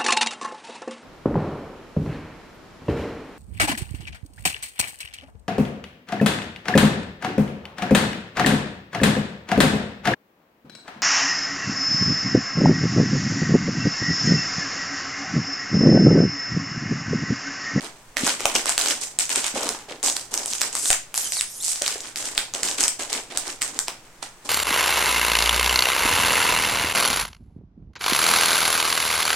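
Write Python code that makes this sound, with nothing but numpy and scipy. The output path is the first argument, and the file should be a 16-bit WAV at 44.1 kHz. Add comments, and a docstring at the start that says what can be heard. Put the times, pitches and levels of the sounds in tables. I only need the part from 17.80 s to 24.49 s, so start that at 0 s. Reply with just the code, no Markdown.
"""Opening a plastic snack packet

A packet is turned over in the hands and pulled open, close to the microphone in a small room.
Creases snap as noise bursts ringing in resonators; folds crackle as random clicks in resonator banks.
The pouch flexes dully, the seam squeaks by stick and slip, and the seal parts in runs of bright ticks.
Quiet air and a faint hum lie behind; the sharpest snaps overload the microphone."""
import sys
import numpy as np
from scipy import signal
from scipy.fft import rfft, irfft, next_fast_len
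from scipy.io import wavfile
from scipy.ndimage import uniform_filter1d

SR = 44100
rng = np.random.default_rng(int(sys.argv[2]) if len(sys.argv) > 2 else 0)


def bounce(signal):
    """Save signal as a 16-bit WAV file at the path given by the first command-line argument."""
    frames = np.transpose(np.atleast_2d(signal))
    limited = np.clip(frames, -1, 1)
    pcm = np.round(limited * 32767).astype(np.int16)
    wavfile.write(sys.argv[1], SR, pcm)


N = 295029
TIME = np.arange(N) / SR
OPPOSITE = np.array([[1], [-1]])   # equal and opposite in left and right


def from_db(db):
    """Logarithmic level: decibels to amplitude gain."""
    return 10 ** (np.asarray(db) / 20)


def rms_one(x):
    """Power normalization: scale to unit rms."""
    return x / np.sqrt(np.mean(x ** 2) + 1e-20)


def at_hz(points, hz):
    """Logarithmic frequency scale: read a table between its points."""
    known_hz, values = np.transpose(points)
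    return np.interp(np.log(np.maximum(hz, 1)), np.log(known_hz), values)


def drift(rate):
    """Random modulation: noise joined by straight lines, `rate` points per second, rms 1."""
    knots = rng.standard_normal(N // 10)
    return rms_one(np.interp(TIME * rate, np.arange(len(knots)), knots))


def stroke(start, length, edge_s):
    """Kinematics of a movement: progress from 0 to 1, and a gain that fades in and out at its ends."""
    age = TIME - start
    progress = np.clip(age / length, 0, 1)
    fade = np.clip(np.minimum(age, length - age) / edge_s, 0, 1)
    return progress, fade


def colour(x, spectrum, size=4096):
    """Minimum-phase filtering: the folded cepstrum gives a causal response with the given spectrum."""
    gain = from_db(at_hz(spectrum, np.fft.rfftfreq(size, 1 / SR)))
    cepstrum = irfft(np.log(gain))
    cepstrum[1:size // 2] *= 2
    cepstrum[size // 2 + 1:] = 0
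    response = irfft(np.exp(rfft(cepstrum)))
    return signal.oaconvolve(x, response[None], axes=-1)[:, :x.shape[-1]]


def resonate(x, hz, width_hz):
    """Damped resonance: a two-pole filter with about unit gain at its peak."""
    r = np.exp(-np.pi * width_hz / SR)
    zeros = np.array([1, 0, -1]) * (1 - r * r) / 2
    poles = [1, -2 * r * np.cos(2 * np.pi * hz / SR), r * r]
    return signal.lfilter(zeros, poles, x + 1e-18)


# likeness of the two microphone ports in diffuse sound: hz, correlation
PORT_LIKENESS = [(100, .98), (350, .98), (700, .88), (1400, .58), (3000, .15), (8000, .05), (16000, 0)]


def diffuse(length):
    """Diffuse-field coherence: white stereo noise from all sides, alike at the two ports in the bass only."""
    size = next_fast_len(length)
    mid, side = rfft(rng.standard_normal((2, size)))
    alike = np.clip(at_hz(PORT_LIKENESS, np.fft.rfftfreq(size, 1 / SR)), -1, 1)
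    both = np.sqrt((1 + alike) / 2) * mid + np.sqrt((1 - alike) / 2) * side * OPPOSITE
    return irfft(both, size)[:, :length]


# spectrum of the still air: hz, relative_db
AIR_SPECTRUM = [(15, 6), (35, -4), (60, -14), (130, -6.5), (250, -12.5), (500, -12.5), (1000, -12),
                (2000, -15), (4000, -23), (8000, -19.5), (11000, -27.5), (16000, -31)]


def still_air(level_db=-49.5):
    """Stationary diffuse noise: coloured noise with a steady rms level."""
    return from_db(level_db) * rms_one(colour(diffuse(N), AIR_SPECTRUM))


def hum(hz=120.4, level_db=-65.5):
    """Amplitude modulation: a steady low tone wavers in level."""
    waver = 1 + drift(7.1) / 2
    return from_db(level_db) * waver * np.sin(2 * np.pi * hz * TIME)


# decay time of the room: hz, t60_s
ROOM_DECAY = [(200, 0.42), (1000, 0.2), (4000, 0.34), (8000, 0.25), (16000, 0.22)]
# colour of the wall reflections: hz, relative_db
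WALL_COLOUR = [(100, -15.5), (300, -3), (700, 1.5), (1500, 3.5), (4000, -5), (8000, 3), (11000, -1),
               (16000, 11)]


def room_response(wet_db=-6, gap_s=0.0064, near_db=-15, near_s=.0025, size=20000):
    """Reverberant decay: the hands scatter at once; the walls answer later and die away band by band."""
    t = np.arange(size) / SR
    noise = diffuse(size)
    hz, s, bands = signal.stft(noise, SR, nperseg=256)
    decay = from_db(-60 * s / at_hz(ROOM_DECAY, hz)[:, None])
    tail = signal.istft(bands * decay, SR)[1][:, :size]
    walls = colour(rms_one(tail * (t > gap_s)), WALL_COLOUR)
    hands = rms_one(noise * np.exp(-t / near_s))
    return (from_db(wet_db) * walls + from_db(near_db) * hands) / np.sqrt(size)


def room(x, turns_per_s=170, count=4):
    """Time-varying reverberation: facets of the moving packet face different ways, changing the echoes."""
    facing = np.floor(TIME * turns_per_s) % count
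    shares = [uniform_filter1d(1.0 * (facing == k), size=128) for k in range(count)]
    out = x
    for share in shares:
        sent = x * np.sqrt(np.abs(share))
        out = out + signal.oaconvolve(sent, room_response(), axes=-1)[:, :N]
    return out


# a panel of the pouch pops in or out under a finger: start_s, relative_peak_db, pitch_hz
PANEL_POPS = [(0.433, -9, 226), (0.654, -5.5, 615), (0.751, -14, 480), (1.574, -16.5, 347),
              (1.74, -22, 256), (1.757, -14, 453), (1.856, -21, 300), (2.114, -25, 540), (2.253, -25, 910),
              (2.529, -24, 402), (3.103, -11, 713), (4.016, -17.5, 510), (4.156, -21, 420),
              (4.847, -23, 390), (5.194, -21, 720)]


def bumps(decay_s=0.0034, width=0.51, level_db=-6, puff_hz=75, puff_db=-20, size=1024):
    """Snap-through buckling: a dull, heavily damped knock and a low puff of displaced air."""
    out = np.zeros(N + size)
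    t = np.arange(size) / SR
    puff = from_db(puff_db) * np.sin(2 * np.pi * puff_hz * t) * np.exp(-2 * puff_hz * t)
    for s, peak_db, hz in PANEL_POPS:
        push = rng.standard_normal(size) * np.exp(-t / decay_s)
        knock = resonate(resonate(push, hz, width * hz), hz, 2 * width * hz)
        start = int(s * SR)
        out[start:start + size] += from_db(peak_db + level_db) * (knock / np.abs(knock).max() + puff)
    return out[:N]


def kneading(depth_db=2, per_s=35):
    """Random loading: the hands knead the film unevenly, so its level wanders."""
    return from_db(depth_db * drift(per_s))


# each squeeze or tug of the fingers, levels before kneading and room:
# start_s, length_s, fine_crackle_db, wider_folds_above_fine_db, flexing_pouch_above_fine_db
HAND_GRIPS = [(0, 0.052, -42.5, 3.5, 2), (0.359, 0.11, -31, 0, -4.5), (0.441, 0.045, -23.5, -0.5, -13),
              (0.588, 0.13, -38, 2.5, -1), (0.737, 0.017, -22, 0.5, -7), (0.859, 0.039, -26, -1.5, -13),
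              (0.983, 0.13, -27, -4, -10), (1.205, 0.029, -30, -9.5, -18), (1.393, 0.02, -25.5, -6.5, -19),
              (1.494, 0.09, -27, -3.5, -11.5), (1.629, 0.041, -26.5, -2, -14),
              (1.739, 0.13, -34.5, -0.5, 0.5), (1.913, 0.059, -40.5, -0.5, -1),
              (2.077, 0.054, -51.5, 10, 10.5), (2.226, 0.064, -24.5, -14.5, -12),
              (2.347, 0.037, -33, -8, -11.5), (2.505, 0.14, -36, -6, -5.5),
              (2.668, 0.16, -32.5, -12, -18.5), (2.792, 0.058, -32, -1.5, -8.5),
              (2.919, 0.079, -32.5, -7, -12.5), (3.025, 0.092, -36.5, -1.5, -10),
              (3.342, 0.075, -33, -10, -22), (3.43, 0.047, -35, -7, -17), (3.517, 0.043, -28.5, -31, -24),
              (3.67, 0.14, -46, -31.5, -41), (3.822, 0.15, -31.5, -12.5, -28),
              (4.008, 0.14, -33, -2.5, -13.5), (4.195, 0.089, -42, 0, -8.5),
              (4.356, 0.12, -31.5, -7.5, -12), (4.505, 0.11, -37, -4, -6), (4.734, 0.031, -33, -2.5, -4),
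              (4.822, 0.092, -31, -4.5, -9.5), (4.974, 0.061, -25, -3, -9.5), (5.185, 0.042, -33, -2, -6),
              (5.29, 0.094, -35, 0.5, -4), (5.494, 0.072, -46.5, 6.5, 4), (5.578, 0.057, -47.5, 6, 1.5),
              (5.645, 0.057, -35.5, -1.5, -6), (5.805, 0.057, -33.5, -4.5, -12.5),
              (5.871, 0.091, -44.5, -1.5, -1), (6.066, 0.015, -46.5, 12, 4), (6.418, 0.016, -41, 2, -10),
              (6.642, 0.054, -41, -9, -4)]


def gripping(levels_db, relax_db_per_s, attack_s=0.0096, resting_db=-63.5):
    """Exponential relaxation: each grip rises fast, holds and dies away over a faint resting rustle."""
    coarse_time = TIME[::16]
    power = from_db(resting_db) ** 2
    for (start, length, *_), db in zip(HAND_GRIPS, levels_db):
        age = coarse_time - start
        rise = np.clip(age / attack_s, 0, 1) ** 2
        fall = from_db(db - relax_db_per_s * np.maximum(age - length, 0))
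        power = power + (rise * fall) ** 2
    return np.interp(TIME, coarse_time, np.sqrt(power))


# colour of the film: hz, relative_db
FILM_COLOUR = [(100, -16.5), (250, 6), (600, 4.5), (1200, 7), (2500, 9.5), (4500, 9.5), (6500, 9.5),
               (8100, 11), (9300, 6.5), (10500, 2), (13000, -3.5), (16000, -18)]


def crackle(low_hz, high_hz, per_s, spread_db, width, apart, count=10):
    """Clustered random impulses: tiny buckles each ring one facet, at a random place; running rms near 1."""
    clumps = from_db(4 * drift(70))
    at = np.flatnonzero(rng.random(N) < per_s * clumps / SR)
    sizes = from_db(spread_db * np.minimum(rng.exponential(1, N), 3.8))[at] * rng.choice([-1, 1], N)[at]
    facet = rng.integers(0, count, N)[at]
    place = rng.standard_normal(N)[at]
    out = np.zeros((2, N))
    for k, hz in enumerate(np.geomspace(low_hz, min(high_hz, .45 * SR), count)):
        clicks = np.zeros((2, N))
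        clicks[:, at] = sizes * (facet == k) * (1 + apart * place * OPPOSITE)
        out += resonate(clicks, hz, width * hz)
    # a facet radiates little below its own ring
    thin = signal.butter(2, low_hz / 2, "high", fs=SR, output="sos")
    out = signal.sosfilt(thin, colour(out, FILM_COLOUR))
    running_power = uniform_filter1d(np.mean(out ** 2, axis=0), size=2048)
    return out / np.sqrt(running_power + 1e-12)


# the seam is held taut: start_s, length_s
TAUT_TIME = (3.345, .5)


def taut_film(low_hz=5200, high_hz=11600, first_db=-35, last_db=-45, flicker_db=4, count=10):
    """Distributed friction: small contacts squeal faintly, each coming and going at a wandering pitch."""
    wander, rough = .04, .026   # slow and fast pitch deviation, natural-log units rms
    progress, fade = stroke(*TAUT_TIME, edge_s=.01)
    out = np.zeros(N)
    for hz in np.geomspace(low_hz, high_hz, count):
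        slips = hz * np.exp(wander * drift(45) + rough * drift(2500))
        out += from_db(flicker_db * drift(35)) * np.sin(2 * np.pi * np.cumsum(slips) / SR)
    return rms_one(out) * fade * from_db(first_db + (last_db - first_db) * progress)


# short squeaks of the stretched seam, pitch before its waver:
# start_s, length_s, first_slips_hz, last_slips_hz, relative_level_db, gain_per_overtone_db
SEAM_SQUEAKS = [(3.356, .03, 6500, 3700, -41, 12), (3.44, 0.045, 3250, 3050, -38, 0),
                (3.492, 0.018, 2800, 4200, -50, 4), (3.542, .03, 5800, 3600, -32.5, -5),
                (3.57, .036, 4800, 3400, -29, -1), (3.643, 0.099, 3000, 4000, -56, 0),
                (3.736, 0.068, 3000, 3400, -59, 11.5), (3.799, 0.046, 3200, 5100, -39.5, 4)]
# partials of the squeak, half orders coming from uneven slips: multiple, relative_db
SEAM_PARTIALS = [(.5, -16), (1, 0), (1.5, -8), (2, 2), (2.5, -12), (3, -3)]


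def squeak(edge_s=0.005):
    """Stick-slip friction: each squeak glides and wavers in pitch; each partial flutters on its own."""
    hz, gain, bright_db = np.zeros((3, N))
    for start, length, from_hz, to_hz, db, step_db in SEAM_SQUEAKS:
        progress, fade = stroke(start, length, edge_s)
        on = fade > 0
        hz[on] = from_hz + (to_hz - from_hz) * progress[on]
        gain[on] = from_db(db) * fade[on]
        bright_db[on] = step_db
    slips = hz * (1 + .012 * drift(150) + .028 * drift(2500))
    phase = 2 * np.pi * np.cumsum(slips) / SR
    out = np.zeros(N)
    for multiple, part_db in SEAM_PARTIALS:
        strength = from_db(part_db + bright_db * (multiple - 1) + 3 * drift(500))
        out += strength * np.sin(multiple * phase)
    return signal.sosfilt(signal.butter(7, 11300, fs=SR, output="sos"), out * gain)


# the seal gives way in pulls, tick rates before their unevenness:
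# start_s, length_s, first_ticks_per_s, last_ticks_per_s, relative_level_db
SEAL_PULLS = [(2.955, .15, 150, 1200, -10.5), (3.815, 0.12, 160, 260, -8)]


def peel(hz=8400, width_hz=6500, surge_db=3, scatter_db=4.5, runaway=2.2, uneven=.28):
    """Progressive fracture: the crimped seal parts in bright ticks that speed up and grow as it gives."""
    ticks = np.zeros(N)
    for start, length, first_per_s, last_per_s, db in SEAL_PULLS:
        progress, fade = stroke(start, length, edge_s=.01)
        per_s = first_per_s + (last_per_s - first_per_s) * progress ** runaway
        teeth = np.floor(np.cumsum(per_s * np.exp(uneven * drift(600))) / SR)
        ticks += np.diff(teeth, prepend=0) * from_db(db + surge_db * progress) * fade
    ticks = ticks * from_db(scatter_db * rng.standard_normal((2, N)))
    return colour(resonate(resonate(ticks, hz, width_hz), hz, 2 * width_hz), FILM_COLOUR)


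def lesser_snaps(effort, above_db=19, scatter_db=2.0, centre_hz=6600, octaves=0.36, lows_db=-24, count=220):
    """Load-driven buckling: smaller creases give way at random, as hard as the fingers press."""
    slots = np.arange(count) + rng.uniform(.1, .9, count)   # one snap in each equal slot of time
    times = slots / count * TIME[-1]
    size, pitch, lows = np.clip(rng.standard_normal((count, 3)), -1.4, 1.4).T
    strength_db = 20 * np.log10(np.interp(times, TIME, effort)) + above_db + scatter_db * size
    ring_hz = np.minimum(centre_hz * 2 ** (octaves * pitch), SR / 4)
    return list(zip(times, strength_db, ring_hz, lows_db + 6 * lows))


# the loudest creases snapping through: start_s, relative_strength_db, ring_centre_hz, relative_lows_db
LOUD_SNAPS = [(0.3693, 0, 1960, -20), (0.3893, -16, 7700, -10), (0.4691, -6, 7900, -6.5),
              (0.4763, -2, 1400, -11), (0.6059, -9, 1780, -8.5), (0.6556, 7.5, 2500, -12),
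              (0.7526, 2.5, 5700, -15), (0.7617, 0, 2900, -26), (0.8578, -4, 8500, -10),
              (0.8884, -11, 6550, -10), (0.8942, 3.0, 7740, -15), (0.9792, 7, 9200, -29),
              (0.9925, -15, 8400, -36), (1.0131, -2, 4300, -24), (1.0602, 0.0, 4330, -14.5),
              (1.085, -4, 6500, -29), (1.108, -3, 3100, -36), (1.2206, -22, 6200, -34),
              (1.3886, 4.5, 9300, -27.5), (1.3964, -8.5, 8000, -37), (1.4939, -6.5, 8900, -21),
              (1.559, 0.5, 8200, -43), (1.6431, -5.5, 2260, -15), (1.8327, -7.0, 5500, -10),
              (1.8907, -0.5, 5170, -41), (2.2298, -7.5, 7100, -37), (2.2374, -9, 8450, -15),
              (2.2614, -2, 6300, -26), (2.2998, -3.5, 7100, -29), (2.367, -3.5, 6900, -23),
              (2.5404, 0, 6600, -25), (2.5769, -4.5, 5640, -28), (2.6596, -3, 11100, -26),
              (2.7346, -5.5, 6400, -29), (2.8111, -3, 7900, -38), (2.8161, 2, 7600, -30),
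              (2.9528, -1.5, 7600, -14), (3.057, -7.5, 3700, -37), (3.1036, 9.5, 8300, -33),
              (3.1138, 0, 7900, -27), (3.1297, 2.5, 8400, -46), (3.1471, -12.5, 6600, -10.5),
              (3.3425, -4, 11200, -24), (3.3505, -11, 8500, -40), (3.3776, 1, 8400, -20.5),
              (3.522, -4.5, 8400, -25), (3.6103, 2, 8650, -36), (4.0205, -1.5, 8500, -30),
              (4.063, -3, 3300, -22), (4.0791, 1.5, 4560, -55), (4.2059, -14, 6260, -25),
              (4.3591, -6.5, 5960, -44), (4.5785, 5.5, 3700, -39), (4.738, -9, 6500, -18),
              (4.7495, -7.5, 8000, -41), (4.8325, 1, 6600, -48), (4.887, -6.5, 6400, -33),
              (4.8945, -11, 6900, -27), (5.0071, 1.0, 6800, -33), (5.038, 5, 5630, -21),
              (5.0809, 4, 6960, -29), (5.3297, -1.5, 4440, -30), (5.5741, 2.5, 9400, -27),
              (5.8191, -2, 7950, -52), (5.8266, -4, 8100, -47), (5.9904, 2, 7100, -55),
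              (6.0824, -2, 920, -14.5), (6.4276, -13.5, 4170, -7)]


def snaps(rows, crack_s=0.00023, flutter_db=-7, ring_width=0.26, broad_db=-5, thin_hz=900,
          thud_hz=700, thud_width_hz=800, thud_db=6, size=640):
    """Impulsive buckling: a crease creaks, then cracks and flutters, with a soft thud of the pouch behind."""
    flutter_s, creak_s, creak_db, pan_db = .0012, .0004, -17, 1.2
    before = size // 5   # samples left for the creak before the flip
    out = np.zeros((2, N + size))
    t = (np.arange(size) - before) / SR
    thin = signal.butter(2, thin_hz, "high", fs=SR, output="sos")   # the crease alone radiates no lows
    flutters = diffuse(len(rows) * size).reshape(2, -1, size)
    pans = rng.standard_normal(len(rows))
    for k, (s, strength_db, hz, lows_db) in enumerate(rows):
        crack = (t >= 0) * np.exp(-abs(t) / crack_s) * (rng.standard_normal(size) + 3 * (t == 0))
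        flutter = from_db(flutter_db) * rms_one(flutters[:, k] * (t >= 0) * np.exp(-abs(t) / flutter_s))
        creak = from_db(creak_db) * rms_one(flutters[:, k] * (t < 0) * np.exp(-abs(t) / creak_s))
        push = rms_one(crack) + flutter + creak
        bright = resonate(push, hz, ring_width * hz) + from_db(broad_db) * push
        ring = rms_one(signal.sosfilt(thin, bright))
        thud = rms_one(resonate(resonate(push, thud_hz, thud_width_hz), thud_hz, 2 * thud_width_hz))
        wave = (ring + from_db(thud_db + lows_db) * thud) / np.sqrt(size)
        start = int(s * SR) - before
        out[:, start:start + size] += wave * from_db(strength_db + pan_db * pans[k] * OPPOSITE)
    return colour(out[:, :N], FILM_COLOUR)


def scene():
    """Superposition: the packet, its film slightly to the right, over quiet air and a faint hum."""
    _, _, fine_db, folds_db, pouch_db = np.transpose(HAND_GRIPS)
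    knead = kneading()
    effort = gripping(fine_db, relax_db_per_s=252)
    folds_grip = gripping(fine_db + folds_db, relax_db_per_s=247)
    pouch_grip = gripping(fine_db + pouch_db, relax_db_per_s=198)
    fine = knead * effort * crackle(5650, 9400, per_s=1200, spread_db=-0.5, width=0.77, apart=1.0)
    folds = knead * folds_grip * crackle(1180, 3930, per_s=600, spread_db=3.0, width=0.57, apart=0.77)
    pouch = knead * pouch_grip * crackle(212.0, 943, per_s=600, spread_db=2.0, width=0.19, apart=0.15)
    creases = snaps(LOUD_SNAPS + lesser_snaps(effort))
    film = creases + fine + folds + peel() + squeak() + taut_film()
    to_the_right = from_db([[-.85], [.85]])
    packet = room(film * to_the_right + pouch + bumps())
    return packet + still_air() + hum()


def record(dry, top=0.94, swell_db=11, settle_hz=7, cutoff_hz=16200):
    """Nonlinear saturation: loud snaps overload the input, leaving a slow sub-bass swell; the top is cut."""
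    clipped = top * np.tanh(dry / top)
    overload = np.abs(dry - clipped)
    swell = signal.sosfilt(signal.butter(1, settle_hz, fs=SR, output="sos"), overload)
    swell = signal.sosfilt(signal.butter(1, settle_hz / 2, "high", fs=SR, output="sos"), swell)
    top_cut = signal.ellip(10, .1, 80, cutoff_hz, fs=SR, output="sos")
    return signal.sosfilt(top_cut, clipped + from_db(swell_db) * swell)


dry = scene()
out = record(dry)
bounce(out)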